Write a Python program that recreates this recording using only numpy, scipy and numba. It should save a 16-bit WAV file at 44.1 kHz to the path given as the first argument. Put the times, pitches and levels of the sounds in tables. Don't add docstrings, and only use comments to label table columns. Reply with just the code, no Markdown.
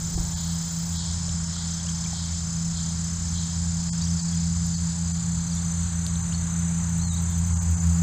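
import sys
import numpy as np
from scipy import signal
from scipy.fft import rfft, irfft, dct
from scipy.io import wavfile
from scipy.ndimage import uniform_filter1d
from numba import njit

SR = 44100
rng = np.random.default_rng(int(sys.argv[2]) if len(sys.argv) > 2 else 0)


def dump(signal):
    limited = np.clip(np.atleast_2d(signal).T, -1, 1)
    pcm = np.round(limited * 32767).astype(np.int16)
    wavfile.write(sys.argv[1], SR, pcm)


def amplitude_ratio(level_db):
    exponent = np.asarray(level_db, float) / 20
    return 10 ** exponent


N = 353770
T = np.arange(N) / SR

# time in seconds, octave in Hz, fundamental level in dB, octave level in dB.
DRONE = [(0.0, 168, -40, -33), (0.2, 167.6, -35.5, -31.5), (0.67, 166.7, -37, -29),
         (0.96, 168.2, -32.5, -31), (2.14, 167.6, -38.5, -32), (2.23, 168.5, -32, -34.5),
         (2.66, 166.6, -37.5, -29.5), (3.55, 168.5, -31, -30.5), (3.95, 169, -35, -27.5),
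         (4.15, 169.2, -27, -26.5), (4.24, 168.2, -44, -24), (4.33, 168.8, -31, -27),
         (5.67, 169.2, -34, -29.5), (6.48, 168.7, -28.5, -28.5), (6.75, 168.8, -33, -26),
         (7.71, 169.1, -23.5, -31), (8.0, 168.9, -24, -20.5), (8.02, 169.0, -19, -23)]
# multiple of the firing rate, level at the start in dB, at the end in dB.
ENGINE_LINES = [(1.355, -53.5, -40), (2.43, -55.5, -53), (3, -61, -58)]
# centre in Hz, width in Hz, level re the tone in dB.
SLABS = [
    (81.2, 11.6, -7.5),
    (164.4, 9.8, -13),
    (261, 160, -28.5),
]
# time in seconds, tyre roar in dB.
ROAR = [(0, -49), (1.3, -48.5), (2.6, -49), (4.5, -49.5), (5.3, -48), (5.9, -46), (7.4, -47), (8.02, -45.5)]
# frequency in Hz, density in dB per Hz.
TYRE_SPECTRUM = [(190, 16), (260, 2), (430, -6), (800, 0.5), (1500, 0), (2500, -8), (4200, -14.5),
                 (5800, -11.5), (9000, -17.5), (11500, -30), (15500, -24.5)]
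# frequency in Hz, density in dB per Hz.
RUMBLE_SPECTRUM = [(33, -5), (45, -2), (60, 3), (110, -3), (140, -0.5), (200, -14.5), (300, -29)]
# middle in seconds, length in seconds, level in dB.
PASSES = [
    (0.348, 0.23, -50.5),
    (1.0, .4, -53),
    (2.1, .3, -54),
    (3.85, 0.48, -56),
    (5.15, 0.49, -57),
    (7.5, 0.67, -49.5),
]
# time in seconds, level in dB.
JOINTS = [(.2, -38.5), (.95, -52), (1.36, -44), (2.1, -52), (2.75, -46), (3.35, -49), (3.91, -41),
          (4.58, -39), (5.29, -40), (5.85, -52), (6.3, -49), (8.0, -45)]
# strokes per second, middle of the stroke in cycles (0-1), pitch in Hz,
# sag at the end of a stroke in Hz.
STROKES = [
    (32.97, .47, 6268, 230),
    (33.8, .88, 7135, 120),
    (47.63, .52, 7940, 50),
    (57.18, .12, 8355, 40),
]
# sounding share (0-1), level offset in dB, octave in dB, flutter in dB.
WINGS = [
    (.62, 1.35, -25.5, 1.6),
    (0.55, -4.5, -47, 2),
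    (0.67, -6.5, -48, 2),
    (0.52, -6.5, -42, 1.5),
]
# level in dB, change from seconds, to seconds, change in dB, wander in dB.
BOUTS = [
    (-43.5, 4.9, 5.2, -1, .7),
    (-40, 5.85, 7.78, -8, .7),
    (-45.5, 7.8, 8.1, -6, .7),
    (-63, 5.55, 7.8, 21.5, 1.0),
]
# frequency in Hz, level in dB.
CHORUS_SPECTRUM = [(5950, -22), (6120, -9), (6340, -16), (6550, -9), (6720, -4), (6900, -4), (7080, 0),
                   (7250, -4), (7390, -9), (7520, -5), (7760, -9), (7950, -6), (8250, -15), (8900, -29)]
# time in seconds, body level
# in dB, body pitch in Hz, closed belly level in dB.
CICADA = [(0, -42.5, 5145, -50), (1.5, -40.5, 5163, -50), (3.6, -42.5, 5120, -53.5),
          (4.3, -41.5, 4992, -56), (5.0, -45, 4750, -57), (5.6, -47.5, 4364, -54), (6.6, -51.5, 3900, -73),
          (7.3, -54, 4705, -51), (8.02, -49.5, 4673, -79)]
# centre in Hz, width in Hz, level in dB.
BELLY = [
    (3300, 550, -2),
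    (4150, 1100, 0),
]
RIBS_HZ = [4232, 4775, 4905, 5023, 5270, 5350]
# start in seconds, end in seconds, strokes per second,
# middle of the stroke in cycles (0-1), level in dB.
BUZZES = [
    (0, 0.973, 29.0, .973, -54),
    (7.809, 8.02, 27.4, .588, -60),
]
# time in seconds, level in dB.
TICKS = [(6.4986, -58), (6.5989, -59), (6.7075, -58), (6.8026, -57), (6.891, -53), (6.978, -51),
         (7.0602, -56), (7.1371, -47), (7.2185, -48), (7.3009, -48), (7.384, -46), (7.4651, -46),
         (7.539, -50), (7.6226, -47), (7.7066, -46)]
# frequency in Hz, density in dB per Hz.
RASP_SPECTRUM = [(8500, -8), (10000, -18), (11000, -25), (11300, -10), (11700, -14), (13300, -15),
                 (14000, -4), (14300, -8), (14600, 0), (14900, -5), (15300, -4), (15900, -14)]
# start in seconds, level in dB, pitch in Hz, 60 dB decay in seconds.
BUMPS = [
    (.15, -21, 62, .1),
    (.176, -26, 340, .035),
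    (.177, -33, 750, .035),
    (.197, -17, 55, .1),
]
# time in seconds, level in dB.
GUST = [(0, -53), (.04, -54), (.13, -50), (.2, -51), (.27, -57), (.4, -70), (8.02, -70)]
# start in seconds, level in dB, pitch in Hz.
DRIPS = [(1.281, -31, 577), (1.564, -32.5, 1360), (1.8, -33, 3250), (1.849, -37, 568), (1.867, -36, 2800),
         (1.888, -29.5, 3140), (2.046, -33, 3170), (2.059, -33.5, 2270), (2.129, -25, 770)]
# start in seconds, level in dB, centre in Hz, width in Hz.
CLICKS = [(1.293, -37, 3520, 1500), (1.758, -56, 11000, 2000), (1.888, -47, 4000, 1995),
          (2.041, -36, 4200, 1200), (2.137, -54, 11520, 3000), (2.19, -52, 10030, 3000),
          (4.667, -42, 10960, 4000), (4.828, -57, 10970, 3000), (5.552, -41, 10480, 3000),
          (6.066, -35.5, 10400, 3974), (6.066, -28, 4470, 2500), (4.667, -56, 14500, 2488),
          (1.293, -56, 10500, 4000), (6.157, -39, 3800, 990)]
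# start in seconds, length in seconds, start pitch in Hz, end pitch in Hz, level in dB.
CHIPS = [(4.011, .011, 3400, 4590, -43), (4.02, .021, 4620, 4650, -35.5), (4.038, .012, 5740, 5600, -35),
         (4.05, .014, 4630, 4650, -43), (4.068, .016, 3050, 3700, -43), (4.192, 0.021, 4800, 4000, -40),
         (4.276, .02, 4780, 4400, -39), (4.325, .018, 3310, 3270, -46), (4.739, 0.033, 4606, 4200, -37.5),
         (5.512, .024, 5020, 4166, -40.5), (5.538, .011, 5740, 5810, -40), (5.568, .017, 3550, 3500, -44),
         (6.326, .02, 4300, 5820, -45), (6.321, .023, 2603, 4300, -44), (6.34, .018, 4300, 4420, -37),
         (6.358, 0.068, 4390, 4330, -54), (4.033, .012, 4592, 3480, -47), (7.175, 0.016, 3560, 4300, -43),
         (7.27, 0.1102, 3580, 3540, -57), (5.57, .025, 6026, 4570, -50), (4.088, .02, 5655, 4810, -44)]
# time in seconds, pitch in Hz, level in dB.
WHISTLE = [(6.988, 3750, -58), (7.0, 3950, -49), (7.02, 4280, -45), (7.045, 4400, -45), (7.08, 4150, -48),
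           (7.135, 3660, -45), (7.152, 3900, -46), (7.166, 4550, -44), (7.173, 4750, -58)]
# middle in seconds, threshold re the local level in dB, depth.
DROPOUTS = [(.165, 6.5, .85), (0.351, 7, 0.77), (0.979, 3, 0.69), (1.462, 3.5, 0.96), (3.913, 8.5, 2.7),
            (4.23, 4, 0.96), (4.765, 5.5, 0.9), (5.132, 6.5, 0.9), (6.222, 4.5, 0.93), (7.06, 2, 1.2),
            (7.106, 4, 1.2), (7.548, 5.5, 1.16), (7.596, 7.5, 0.99), (7.76, 4.5, 1.1), (7.803, 4.5, 0.94)]


def curves(table):
    s, *columns = np.transpose(table)
    return [np.interp(T, s, column) for column in columns]


def unit(x):
    return x / np.sqrt(np.mean(x ** 2))


def noise():
    return rng.standard_normal(N)


def colour(x, spectrum):
    hz, db = np.transpose(spectrum)
    f = np.arange(N // 2 + 1) * SR / N + 1
    gain = amplitude_ratio(np.interp(np.log(f), np.log(hz), db))
    gain = gain * np.minimum(1, f / hz[0]) ** 4 * np.minimum(1, hz[-1] / f) ** 4
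    return unit(irfft(rfft(x) * gain, N))


def walk(rate_hz):
    hold = int(SR / rate_hz)
    levels = np.repeat(rng.standard_normal(N // hold + 1), hold)
    return unit(uniform_filter1d(uniform_filter1d(levels, hold), hold)[:N])


@njit
def svf(x, hz, width_hz):
    y, b, l = np.empty(len(x)), 0., 0.
    for i in range(len(x)):
        g, k = np.tan(np.pi * hz[i] / SR), width_hz / hz[i]
        v = (b + g * (x[i] - l)) / (1 + g * (g + k))
        b, l, y[i] = 2 * v - b, l + 2 * g * v, k * v
    return y


def band(x, hz, width_hz):
    centre_hz = hz + 0 * T
    return svf(svf(x, centre_hz, 1. * width_hz), centre_hz, 1. * width_hz)


def add(out, s, sound):
    i = int(s * SR)
    out[i:i + len(sound)] += sound[:N - i]


def hump(s, length_s):
    return np.exp(-((T - s) / length_s) ** 2)


def stroke(rate_hz, middle, share, soft):
    place = ((rate_hz * T - middle + .5) % 1 - .5) * 2 / share
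    return place, np.clip((1 - np.abs(place)) / soft, 0, 1)


def bout(db, start_s, end_s, change_db, wander_db):
    fade_s = 0.11
    inside = np.clip(np.minimum(T - start_s, end_s - T) / fade_s + .5, 0, 1)
    return db + change_db * inside + wander_db * walk(3.08)


def drone():
    octave_hz, low_db, octave_db = curves(DRONE)
    phase = np.pi * np.cumsum(octave_hz) / SR
    lines = amplitude_ratio(low_db + 1.0 * walk(20)) * np.sin(phase + 0.14 * walk(12))
    lines += amplitude_ratio(octave_db + 0.58 * walk(25)) * np.sin(2 * phase + 0.13 * walk(24))
    for multiple, first_db, last_db in ENGINE_LINES:
        line_db = np.linspace(first_db, last_db, N) + 2.7 * walk(5)
        lines += amplitude_ratio(line_db) * np.sin(multiple * phase + 0.88 * walk(6))
    slabs = 0
    for tone_db, (hz, width_hz, db) in zip((low_db, octave_db, low_db), SLABS):
        slabs = slabs + amplitude_ratio(tone_db + db) * unit(band(noise(), hz, width_hz))
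    return np.sqrt(2) * lines + slabs


def road():
    roar_db, = curves(ROAR)
    octaves = 0
    for hz in 180 * 2. ** np.arange(7):
        swell_db = .9 * walk(1.5) + .6 * walk(12)
        octaves = octaves + amplitude_ratio(swell_db) * svf(noise(), hz + 0 * T, 0.81 * hz) / np.sqrt(hz)
    tilted = [(hz, db + 10 * np.log10(hz)) for hz, db in TYRE_SPECTRUM]
    roar = amplitude_ratio(roar_db + 3) * colour(octaves, tilted)
    shake = amplitude_ratio(roar_db + 8) + sum(amplitude_ratio(db) * hump(s, 0.17) for s, db in JOINTS)
    rumble = shake * amplitude_ratio(0.92 * walk(3.6)) * colour(noise(), RUMBLE_SPECTRUM)
    whine = amplitude_ratio(-61) + sum(amplitude_ratio(db) * hump(s, length_s) for s, length_s, db in PASSES)
    return roar + rumble + whine * amplitude_ratio(-5) * unit(band(noise(), 877, 350))


def cricket(rate_hz, middle, hz, sag_hz, share, octave_db, flutter_db):
    place, env = stroke(rate_hz, middle, share, .33)
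    sag = np.clip(place, 0, 1) ** 2
    drift_hz = 8 * walk(12) + 4 * flutter_db * walk(40)
    phase = 2 * np.pi * np.cumsum(hz - sag_hz * sag + drift_hz) / SR
    tone = np.sin(phase) + amplitude_ratio(octave_db - 8 * sag) * np.sin(2 * phase)
    return unit(env * tone * amplitude_ratio(flutter_db * walk(60) + 3.5 * sag))


def crickets():
    near = 0
    for level, beat, (share, offset_db, octave_db, flutter_db) in zip(BOUTS, STROKES, WINGS):
        singer = cricket(*beat, share, octave_db, flutter_db)
        near = near + amplitude_ratio(bout(*level) + offset_db) * singer
    echo = amplitude_ratio(-16) * np.roll(near, int(.013 * SR))
    crowd = 0
    for pitch, pace, start in rng.random((24, 3)):
        _, env = stroke(30 + 30 * pace, start, 0.69, 0.31)
        crowd = crowd + env * svf(noise(), 6000 + 2700 * pitch + 0 * T, 500.0)
    overtone = amplitude_ratio(-41) * unit(band(noise(), 14050, 1100))
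    return near + echo + amplitude_ratio(-37.5) * (colour(crowd, CHORUS_SPECTRUM) + overtone)


def cicada():
    body_db, body_hz, closed_db = curves(CICADA)
    every_s, rise_s, fall_s, open_db, drop_hz = .601, 0.077, 0.26, -41.5, 281.4
    opening, climb = 0, 0
    climb_s = [rise_s - every_s, -rise_s, 0, every_s - rise_s]
    for peak_s in 0.374 + every_s * np.arange(6):
        t = T - peak_s
        opening = opening + np.clip(np.minimum(1 + t / rise_s, 1 - t / fall_s), 0, 1)
        climb = climb + np.interp(t, climb_s, [0, .5, -.5, 0])
    belly_db = closed_db + (open_db - closed_db) * opening
    beats = np.cumsum(body_hz / 43 * (1 + .004 * walk(8))) / SR
    valley = rng.standard_normal(SR // 10) * np.exp(-T[:SR // 10] / 0.015)
    ticks = unit(signal.fftconvolve(np.diff(np.floor(beats), prepend=0), valley)[:N])
    clicks = (rng.standard_normal((3, N)) + .4 * ticks) * amplitude_ratio(.8 * walk(14))
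    belly = sum(amplitude_ratio(db) * band(c, hz, width_hz) for c, (hz, width_hz, db) in zip(clicks, BELLY))
    ribs = amplitude_ratio(4) * sum(svf(noise(), hz * (1 + .002 * walk(3)), 35.) for hz in RIBS_HZ)
    body = unit(svf(clicks[2] + ribs, body_hz + drop_hz * climb, 1080.0))
    song = amplitude_ratio(body_db) * body + amplitude_ratio(belly_db) * unit(belly)
    return signal.sosfilt(signal.butter(6, [3000, 5700], "band", fs=SR, output="sos"), song)


def katydid():
    env = np.zeros(N)
    for start_s, end_s, rate_hz, middle, db in BUZZES:
        _, strokes = stroke(rate_hz, middle, 0.76, 0.78)
        env += amplitude_ratio(db) * (strokes + 0.36) * (T >= start_s) * (T < end_s)
    t = T[:SR // 20]
    for s, db in TICKS:
        add(env, s - .003, amplitude_ratio(db) * np.clip(t / .003, 0, 1) * np.exp(-t / .012))
    rasp = env * colour(noise(), RASP_SPECTRUM)
    blur = amplitude_ratio(-9.0) * uniform_filter1d(env, size=1500) * unit(band(noise(), 9600, 5000))
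    answer_env = amplitude_ratio(-12) * np.roll(env, int(.041 * SR)) * (T > 6)
    return rasp + blur + answer_env * unit(band(noise(), 9600, 1200))


def handling():
    out, t = np.zeros(N), T[:SR // 8]
    for s, db, hz, t60_s in BUMPS:
        add(out, s, amplitude_ratio(db) * np.exp(-np.log(1000) * t / t60_s) * np.sin(2 * np.pi * hz * t))
    for s, db, hz in DRIPS:
        cycles = hz * t
        env = np.clip(cycles / 3, 0, 1) * np.exp(-t / 0.0041)
        add(out, s, amplitude_ratio(db) * env * np.sin(2 * np.pi * cycles * (1 + 0.0018 * cycles)))
    for s, db, hz, width_hz in CLICKS:
        late = t - .001
        env = np.exp(-(late * width_hz * 1.6) ** 2)
        add(out, s - .001, amplitude_ratio(db + 10.0) * env * np.sin(2 * np.pi * hz * late))
    gust_db, = curves(GUST)
    return out + amplitude_ratio(gust_db + 4.0 * walk(30)) * unit(band(noise(), 310, 320))


def birds():
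    hz, db = curves(WHISTLE)
    sounding = (T > WHISTLE[0][0]) * (T < WHISTLE[-1][0])
    out = amplitude_ratio(db) * np.sqrt(2) * np.sin(2 * np.pi * np.cumsum(hz) / SR) * sounding
    arch_hz, fade_db = 45, 4
    for s, length_s, start_hz, end_hz, db in CHIPS:
        u = np.linspace(-1, 1, int(length_s * SR))
        hz = (start_hz + end_hz) / 2 + (end_hz - start_hz) / 2 * u + arch_hz * (1 - u ** 2)
        env = amplitude_ratio(db - fade_db * u) * np.sqrt(2 * (1 - u ** 2))
        add(out, s, env * np.sin(2 * np.pi * np.cumsum(hz) / SR))
    out = out * amplitude_ratio(2.0 * walk(150) - 1.5)
    t = T[:SR // 4]
    banks = rng.standard_normal(len(t)) * np.exp(-t / 0.034) * (t > .008)
    return out + amplitude_ratio(-9) * signal.fftconvolve(out, banks / np.linalg.norm(banks))[:N]


def scene():
    return (drone() + road() + crickets() + cicada() + katydid() + handling() + birds())[None]


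def drop_faint_lines(x):
    out, size = x.copy(), 2048
    for s, db, depth in DROPOUTS:
        i = int(s * SR) - size // 2
        window = np.minimum(depth * np.hanning(size), 1)
        lines = dct(x[i:i + size] * window)
        local = np.sqrt(uniform_filter1d(lines ** 2, size=120))
        threshold = amplitude_ratio(db) * np.minimum(local, np.median(local[100:450]))
        faint = lines * (np.abs(lines) < threshold)
        out[i:i + size] -= dct(faint, type=3) / (2 * size)
    return out


def band_limit(x):
    return signal.sosfilt(signal.butter(12, 16430, fs=SR, output="sos"), x)


def record(dry):
    top = signal.ellip(8, .2, 50, 15400, fs=SR, output="sos")
    mix = drop_faint_lines(signal.sosfilt(top, dry[0]))[None]
    return band_limit(mix)


dry = scene()
out = record(dry)
dump(out)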